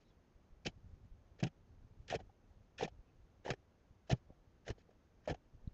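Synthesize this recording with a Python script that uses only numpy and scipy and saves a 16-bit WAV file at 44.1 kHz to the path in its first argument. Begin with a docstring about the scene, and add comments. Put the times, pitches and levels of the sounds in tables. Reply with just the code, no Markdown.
"""Eight wet crunches, about three in two seconds: a steel bar jabbed into a slushy hole in lake ice.
Each jab crushes ice into splinters that ring modes of bar and ice, squeezes air pockets that
ring briefly, and thumps the ice sheet. Loose ice and thin tones sound faintly between jabs.
Light wind rumbles on a small microphone over its own hiss; the recorder ticks on the last puff."""
import sys
import numpy as np
from scipy import signal
from scipy.fft import rfft, irfft
from scipy.io import wavfile

SR = 44100
rng = np.random.default_rng(int(sys.argv[2]) if len(sys.argv) > 2 else 0)


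def wav_out(sig):
    """Save sig, one row per channel (or a flat mono array), as 16-bit PCM at SR to the path in sys.argv[1]."""
    wavfile.write(sys.argv[1], SR, np.round(np.clip(np.atleast_2d(sig).T, -1, 1) * 32767).astype(np.int16))


N = 252693

# force of the tip on breaking ice, one list per jab, first touch to rebound: t/s, level/dB
JAB_FORCE = [
    [(.649, -53), (.654, -46), (.661, -44), (.664, -35), (.671, -39), (.678, -51), (.69, -59), (.71, -84)],
    [(1.385, -78), (1.389, -67), (1.398, -63), (1.401, -51.5), (1.424, -73), (1.428, -46.5), (1.437, -42),
     (1.462, -67), (1.467, -51), (1.478, -57.5), (1.495, -94)],
    [(2.076, -83), (2.08, -56), (2.096, -56.5), (2.1, -44), (2.14, -52), (2.156, -43), (2.182, -89),
     (2.19, -72.5), (2.2, -72), (2.203, -60), (2.222, -85)],
    [(2.777, -86), (2.781, -48.5), (2.805, -50.5), (2.81, -46.5), (2.822, -49), (2.827, -44.5),
     (2.856, -50), (2.874, -83), (2.878, -60.5), (2.886, -64.5), (2.9, -89)],
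    [(3.441, -81), (3.451, -55), (3.473, -54), (3.476, -64), (3.48, -48.5), (3.5, -59), (3.504, -33.5),
     (3.532, -66), (3.536, -51), (3.555, -93)],
    [(4.069, -83), (4.074, -76), (4.093, -73), (4.097, -49), (4.109, -47.5), (4.113, -38), (4.125, -43.5),
     (4.143, -73.5), (4.165, -79), (4.17, -77), (4.185, -86)],
    [(4.648, -88), (4.652, -73), (4.663, -68), (4.667, -60), (4.676, -63), (4.68, -47), (4.697, -61),
     (4.702, -51), (4.712, -57.5), (4.735, -93)],
    [(5.236, -88), (5.24, -81), (5.253, -77), (5.257, -63.5), (5.271, -85), (5.275, -55.5), (5.293, -52.5),
     (5.297, -48), (5.316, -53), (5.339, -90), (5.343, -60), (5.36, -82)],
]
REFERENCE_DB = -52.5   # typical crunch level


def from_db(db):
    return 10 ** (np.asarray(db) / 20)


def rms_one(x):
    return x / np.sqrt(np.mean(x ** 2) + 1e-20)


def drift(rate_hz):
    """Random wander, rms 1."""
    r = np.exp(-2 * np.pi * rate_hz / SR)
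    return rms_one(signal.lfilter([1], [1, -2 * r, r * r], rng.standard_normal(N + 9000))[9000:])


def coloured(spectrum):
    """Noise shaped by rows of f/Hz, density/dB; rms 1."""
    hz, db = np.transpose(spectrum)
    bins_hz = np.arange(N // 2 + 1) * SR / N + 1
    gain = from_db(np.interp(np.log(bins_hz), np.log(hz), db))
    return rms_one(irfft(rfft(rng.standard_normal(N)) * gain, N))


def resonance(x, hz, width_hz):
    """Two-pole peak, gain 1."""
    r = np.exp(-np.pi * width_hz / SR)
    poles = [1, -2 * r * np.cos(2 * np.pi * hz / SR), r * r]
    return signal.lfilter([(1 - r * r) / 2, 0, (r * r - 1) / 2], poles, x)


def swell(hold_ms, rise_ms, fall_ms):
    """Rise, hold, exponential decay."""
    t_ms = np.arange(int(.12 * SR)) / SR * 1000
    attack = 1 - np.exp(-(t_ms / rise_ms) ** 2)
    return attack * np.exp(-np.maximum(t_ms - rise_ms - hold_ms, 0) / fall_ms)


def add(out, start_s, shape):
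    i = int(start_s * SR)
    out[i:i + len(shape)] += shape[:N - i]


def rings(events, rise_ms, fall_ms, glide_per_s, waver_rad, push, slush_db):
    """Short gliding, wavering tones with a one-sided push of air and the slop of displaced slush."""
    # slush spectrum: f/Hz, density/dB
    slush_spectrum = [(60, -15), (150, -1), (300, 0.5), (450, 2), (800, 1.5), (1000, -24), (2000, -36.5)]
    out, t = np.zeros(N), np.arange(int(.12 * SR)) / SR
    start_phases = rng.normal(0, 0.61, (len(events), 1))
    waver = waver_rad * drift(190)
    slop = from_db(slush_db) * coloured(slush_spectrum)
    for (s, db, hold_ms, hz), start_phase in zip(events, start_phases):
        span = np.minimum(int(s * SR) + np.arange(len(t)), N - 1)
        phase = 2 * np.pi * hz * t * (1 + glide_per_s * t) + start_phase + waver[span]
        envelope = from_db(db) * swell(hold_ms, rise_ms, fall_ms)
        add(out, s, envelope * (np.sin(phase) + push + slop[span]))
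    return out


def wind():
    """Gusts rumble on the microphone; lone puffs push its diaphragm."""
    # gusts: t/s, level/dB
    gusts = [(0.0, -71), (0.32, -69.5), (0.83, -60), (1.56, -65), (1.8, -64.5), (2.03, -56.5),
             (2.23, -66.5), (2.95, -64.5), (3.32, -68.5), (3.75, -68), (4.12, -71.5), (4.24, -65.5),
             (4.39, -72), (4.79, -66.5), (5.11, -73.5), (5.73, -58)]
    # rumble spectrum: f/Hz, density/dB
    rumble_spectrum = [(15, -7), (30, 4.5), (60, -1), (100, -0.5), (160, -15.5), (250, -20.5), (400, -55)]
    # Gaussian puffs: t/s, peak/dB, sigma/ms
    puffs = [(.362, -51.5, 3.2), (0.526, -45.5, 4), (.847, -45.5, 1.2), (1.121, -42, 4), (3.0, -46, 4.5),
             (3.91, -49, 1.8), (4.293, -52, 1.7), (4.305, -47, 0.89), (5.629, -46.5, 5.9),
             (5.677, -30, 1.25)]
    gust_db = np.interp(np.arange(N) / SR, *np.transpose(gusts))
    out = from_db(gust_db + 4.2 * drift(19) + 0.55 * drift(2.8)) * coloured(rumble_spectrum)
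    t_ms = np.arange(-882, 882) / SR * 1000
    for s, db, sigma_ms in puffs:
        add(out, s - .02, from_db(db) * np.exp(-.5 * (t_ms / sigma_ms) ** 2))
    return out


def hiss():
    """Microphone self-noise, lifted at the capsule resonance."""
    # f/Hz, density/dB
    hiss_spectrum = [(88, -29.5), (150, -1), (528, -9.5), (4130, -31), (6320, -32.5), (8730, -42.5),
                     (11300, -81), (19200, -120)]
    noise = coloured(hiss_spectrum)
    capsule = from_db(-0.5) * resonance(noise, hz=6400, width_hz=230)
    return from_db(-73.5 + 0.32 * drift(7.5)) * (noise + capsule)


def crush_envelopes():
    """Drive of the low, middle and high modes: tip force in the jabs, loose ice between."""
    # mode feed per jab: low/dB, high/dB
    jab_colours = [(-8, -7), (-2, -8.5), (0.5, -6.5), (-1, -7), (3, -8.5), (-0.5, -3.5), (3, -4.5), (4, -7)]
    # loose ice crunches: t/s, level/dB, hold/ms
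    loose_ice = [(0.002, -80, 29), (0.057, -90, 85), (4.776, -77, 39), (4.902, -82, 8.7)]
    low, middle, high = np.zeros((3, N))
    for jab, (low_db, high_db) in zip(JAB_FORCE, jab_colours):
        s, db = np.transpose(jab)
        force = from_db(np.interp(np.arange(s[0] * SR, s[-1] * SR) / SR, s, db))
        swing = force / from_db(REFERENCE_DB)   # low and high modes follow it slightly compressed
        add(low, s[0], swing ** 0.96 * from_db(REFERENCE_DB + low_db))
        add(middle, s[0], force)
        add(high, s[0], swing ** 0.94 * from_db(REFERENCE_DB + high_db))
    for s, db, hold_ms in loose_ice:
        for envelope, trim_db in (low, 0), (middle, 0), (high, -3.5):
            add(envelope, s, from_db(db + trim_db) * swell(hold_ms, rise_ms=2.3, fall_ms=4.56))
    return low, middle, high


def ice_crush():
    """Dense splinters of uneven size and lone cracks ring the modes of bar and ice."""
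    # modes of bar and ice: f/Hz, width/Hz, gain/dB
    modes = [(1140, 410, -13), (1360, 204, -4.5), (1756, 240, -0.5), (2402, 340, 1), (2626, 536, -1),
             (3066, 105, 0), (3308, 120, -5.5), (4040, 520, -2), (5200, 1070, -5.5), (6720, 580, -5),
             (7470, 1300, -15.5)]
    # sharp cracks: t/s, impulse level/dB
    crack_impulses = [(0.6675, -5.5), (1.4384, -6.5), (2.081, -22), (2.101, -14), (2.153, -17),
                      (2.8372, -35), (3.503, -33), (3.503, -15), (4.115, -38), (4.1223, -23),
                      (4.703, -17.5), (5.276, -31), (5.3034, -19)]
    splinters_per_s, spread_db = 7800, 3.0
    splinters = (rng.random(N) < splinters_per_s / SR) * rng.choice([-1, 1], N)
    splinters = splinters * from_db(spread_db * np.minimum(rng.exponential(1, N), 4))
    signed_modes = [(hz, width, (-1) ** k * from_db(db)) for k, (hz, width, db) in enumerate(modes)]
    splinters /= np.std(sum(gain * resonance(splinters, hz, width) for hz, width, gain in signed_modes))
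    low, middle, high = crush_envelopes()
    out, cracks = np.zeros((2, N))
    for s, db in crack_impulses:
        add(cracks, s, from_db([db]))
    for hz, width, gain in signed_modes:
        envelope, crack_gain = (low, 0) if hz < 2000 else (middle, 1) if hz < 3800 else (high, from_db(-2))
        uneven = from_db(1.95 * drift(58))   # the sliding tip feeds each mode unevenly
        drive = envelope * splinters * uneven + crack_gain * cracks
        out += gain * resonance(drive + 1e-18, hz, width)
    return out


def tones_and_tick():
    """Four faint thin tones, then a faint 4 kHz recorder tick on the last wind puff."""
    # t/s, level/dB, hold/ms, f/Hz
    events = [(.045, -84.5, 61, 3880), (.08, -85, 18, 5430), (.103, -81, 10, 3380), (3.075, -83, 25, 2550),
              (5.675, -64, .6, 4000)]
    return rings(events, rise_ms=0.84, fall_ms=2.3, glide_per_s=0, waver_rad=0.95, push=0, slush_db=-38)


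def pockets_and_pulses():
    """Squeezed air pockets ring, rising in pitch, with a few short low pulses under the jabs."""
    # ringing pockets and, below 350 Hz, low pulses: t/s, level/dB, f/Hz
    placed = [(0.658, -37.5, 453), (0.666, -45.5, 454), (1.389, -57, 447), (1.428, -32, 372),
              (1.444, -52, 346), (1.462, -53, 418), (2.11, -49, 730), (2.124, -34.5, 699),
              (2.138, -33, 680), (2.146, -31, 440), (2.157, -39, 450), (2.19, -55.5, 766), (2.2, -50, 720),
              (2.21, -56, 337), (2.294, -60.5, 747), (2.793, -50, 430), (2.808, -35.5, 700),
              (2.817, -41.5, 665), (2.825, -28, 456), (2.831, -33, 432), (2.846, -44, 740),
              (2.859, -50.5, 580), (2.876, -48, 688), (3.449, -46.5, 477), (3.461, -34.5, 471),
              (3.477, -39, 790), (3.49, -32.5, 540), (3.5, -31.5, 444), (3.518, -40, 454),
              (3.534, -45.5, 372), (4.094, -41.5, 622), (4.1, -36, 660), (4.111, -35, 336),
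              (4.119, -40, 424), (4.289, -69, 570), (4.3, -58, 500), (4.322, -66.5, 700), (4.665, -54, 574),
              (4.677, -45, 638), (4.688, -41.5, 459), (4.701, -46.5, 390), (4.78, -61, 448),
              (4.888, -60.5, 407), (4.91, -66.5, 554), (5.275, -32, 646), (5.284, -32, 570),
              (5.298, -34.5, 400), (5.307, -34, 470), (5.324, -43.5, 446), (5.343, -47.5, 715)]
    hold_ms, shorter_ms_per_db = 3.62, .05   # a loud pocket bursts sooner
    events = [(s, db, max(hold_ms - shorter_ms_per_db * (db - REFERENCE_DB), .5), hz)
              for s, db, hz in placed]
    mean_gap_s, low_hz, high_hz = .011, 340.4, 758   # small random pockets through each jab
    for jab in JAB_FORCE:
        s, db = np.transpose(jab)
        gap, pitch = rng.random((30, 2)).T
        onsets_s = s[0] + np.cumsum(gap + .5) * mean_gap_s
        levels_db = np.interp(onsets_s, s, db) - 2.5   # just under the crunch
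        pitches_hz = low_hz * (high_hz / low_hz) ** pitch
        events += [(t, level, hold_ms, hz)
                   for t, level, hz in zip(onsets_s, levels_db, pitches_hz) if t < s[-1]]
    return rings(events, rise_ms=1.44, fall_ms=3.82,
                 glide_per_s=2.2, waver_rad=0.42, push=0.064, slush_db=-8.0)


def sheet_thumps():
    """The jabbed ice sheet thumps, falling in pitch."""
    # t/s, level/dB, hold/ms, f/Hz
    thumps = [(0.657, -41.5, 2.2, 187), (0.673, -37.5, 3.2, 178), (1.426, -26, 5.8, 153),
              (1.428, -48, 8.6, 65), (1.442, -31.5, 10, 161.6), (1.463, -38.5, 7.6, 178),
              (2.105, -43.5, 3, 134), (2.15, -40, 5.6, 142), (2.15, -45.5, 9, 70.6),
              (2.163, -47.5, 4.5, 158), (2.823, -43, 4.8, 146), (2.844, -38, 5.6, 171.4),
              (3.506, -42, 9, 70), (3.506, -33, 8.5, 139), (4.111, -33.5, 13, 130), (4.121, -35, 6.3, 68),
              (4.128, -21, 3, 137), (4.687, -47, 3.4, 137), (4.7, -39, 6.1, 61), (4.702, -32, 3, 113.6),
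              (5.294, -38.5, 2.8, 116), (5.31, -34.5, 8.6, 66.4), (5.314, -36, 2.6, 155)]
    return rings(thumps, rise_ms=1.52, fall_ms=8.2,
                 glide_per_s=-2.5, waver_rad=0.41, push=0.06, slush_db=-23.5)


def scene():
    """Jabs, wind and hiss at one microphone."""
    low_cut = signal.butter(1, 31.0, "high", fs=SR, output="sos")
    lows = signal.sosfilt(low_cut, pockets_and_pulses() + sheet_thumps() + wind())
    return (lows + tones_and_tick() + ice_crush() + hiss())[None]


def record(dry):
    """Narrow-band recorder: treble rolls off and is cut; the converter adds faint noise."""
    rolloff_hz, stop_hz, converter_stop_hz, converter_db = 7100.0, 9700, 16000, -98.5
    soft = signal.sosfilt(signal.butter(6, rolloff_hz, fs=SR, output="sos"), dry)
    cut = signal.sosfilt(signal.cheby2(10, 50, stop_hz, fs=SR, output="sos"), soft)
    noisy = cut + from_db(converter_db) * rng.standard_normal(dry.shape)
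    return signal.sosfilt(signal.cheby2(12, 70, converter_stop_hz, fs=SR, output="sos"), noisy)


dry = scene()
out = record(dry)
wav_out(out)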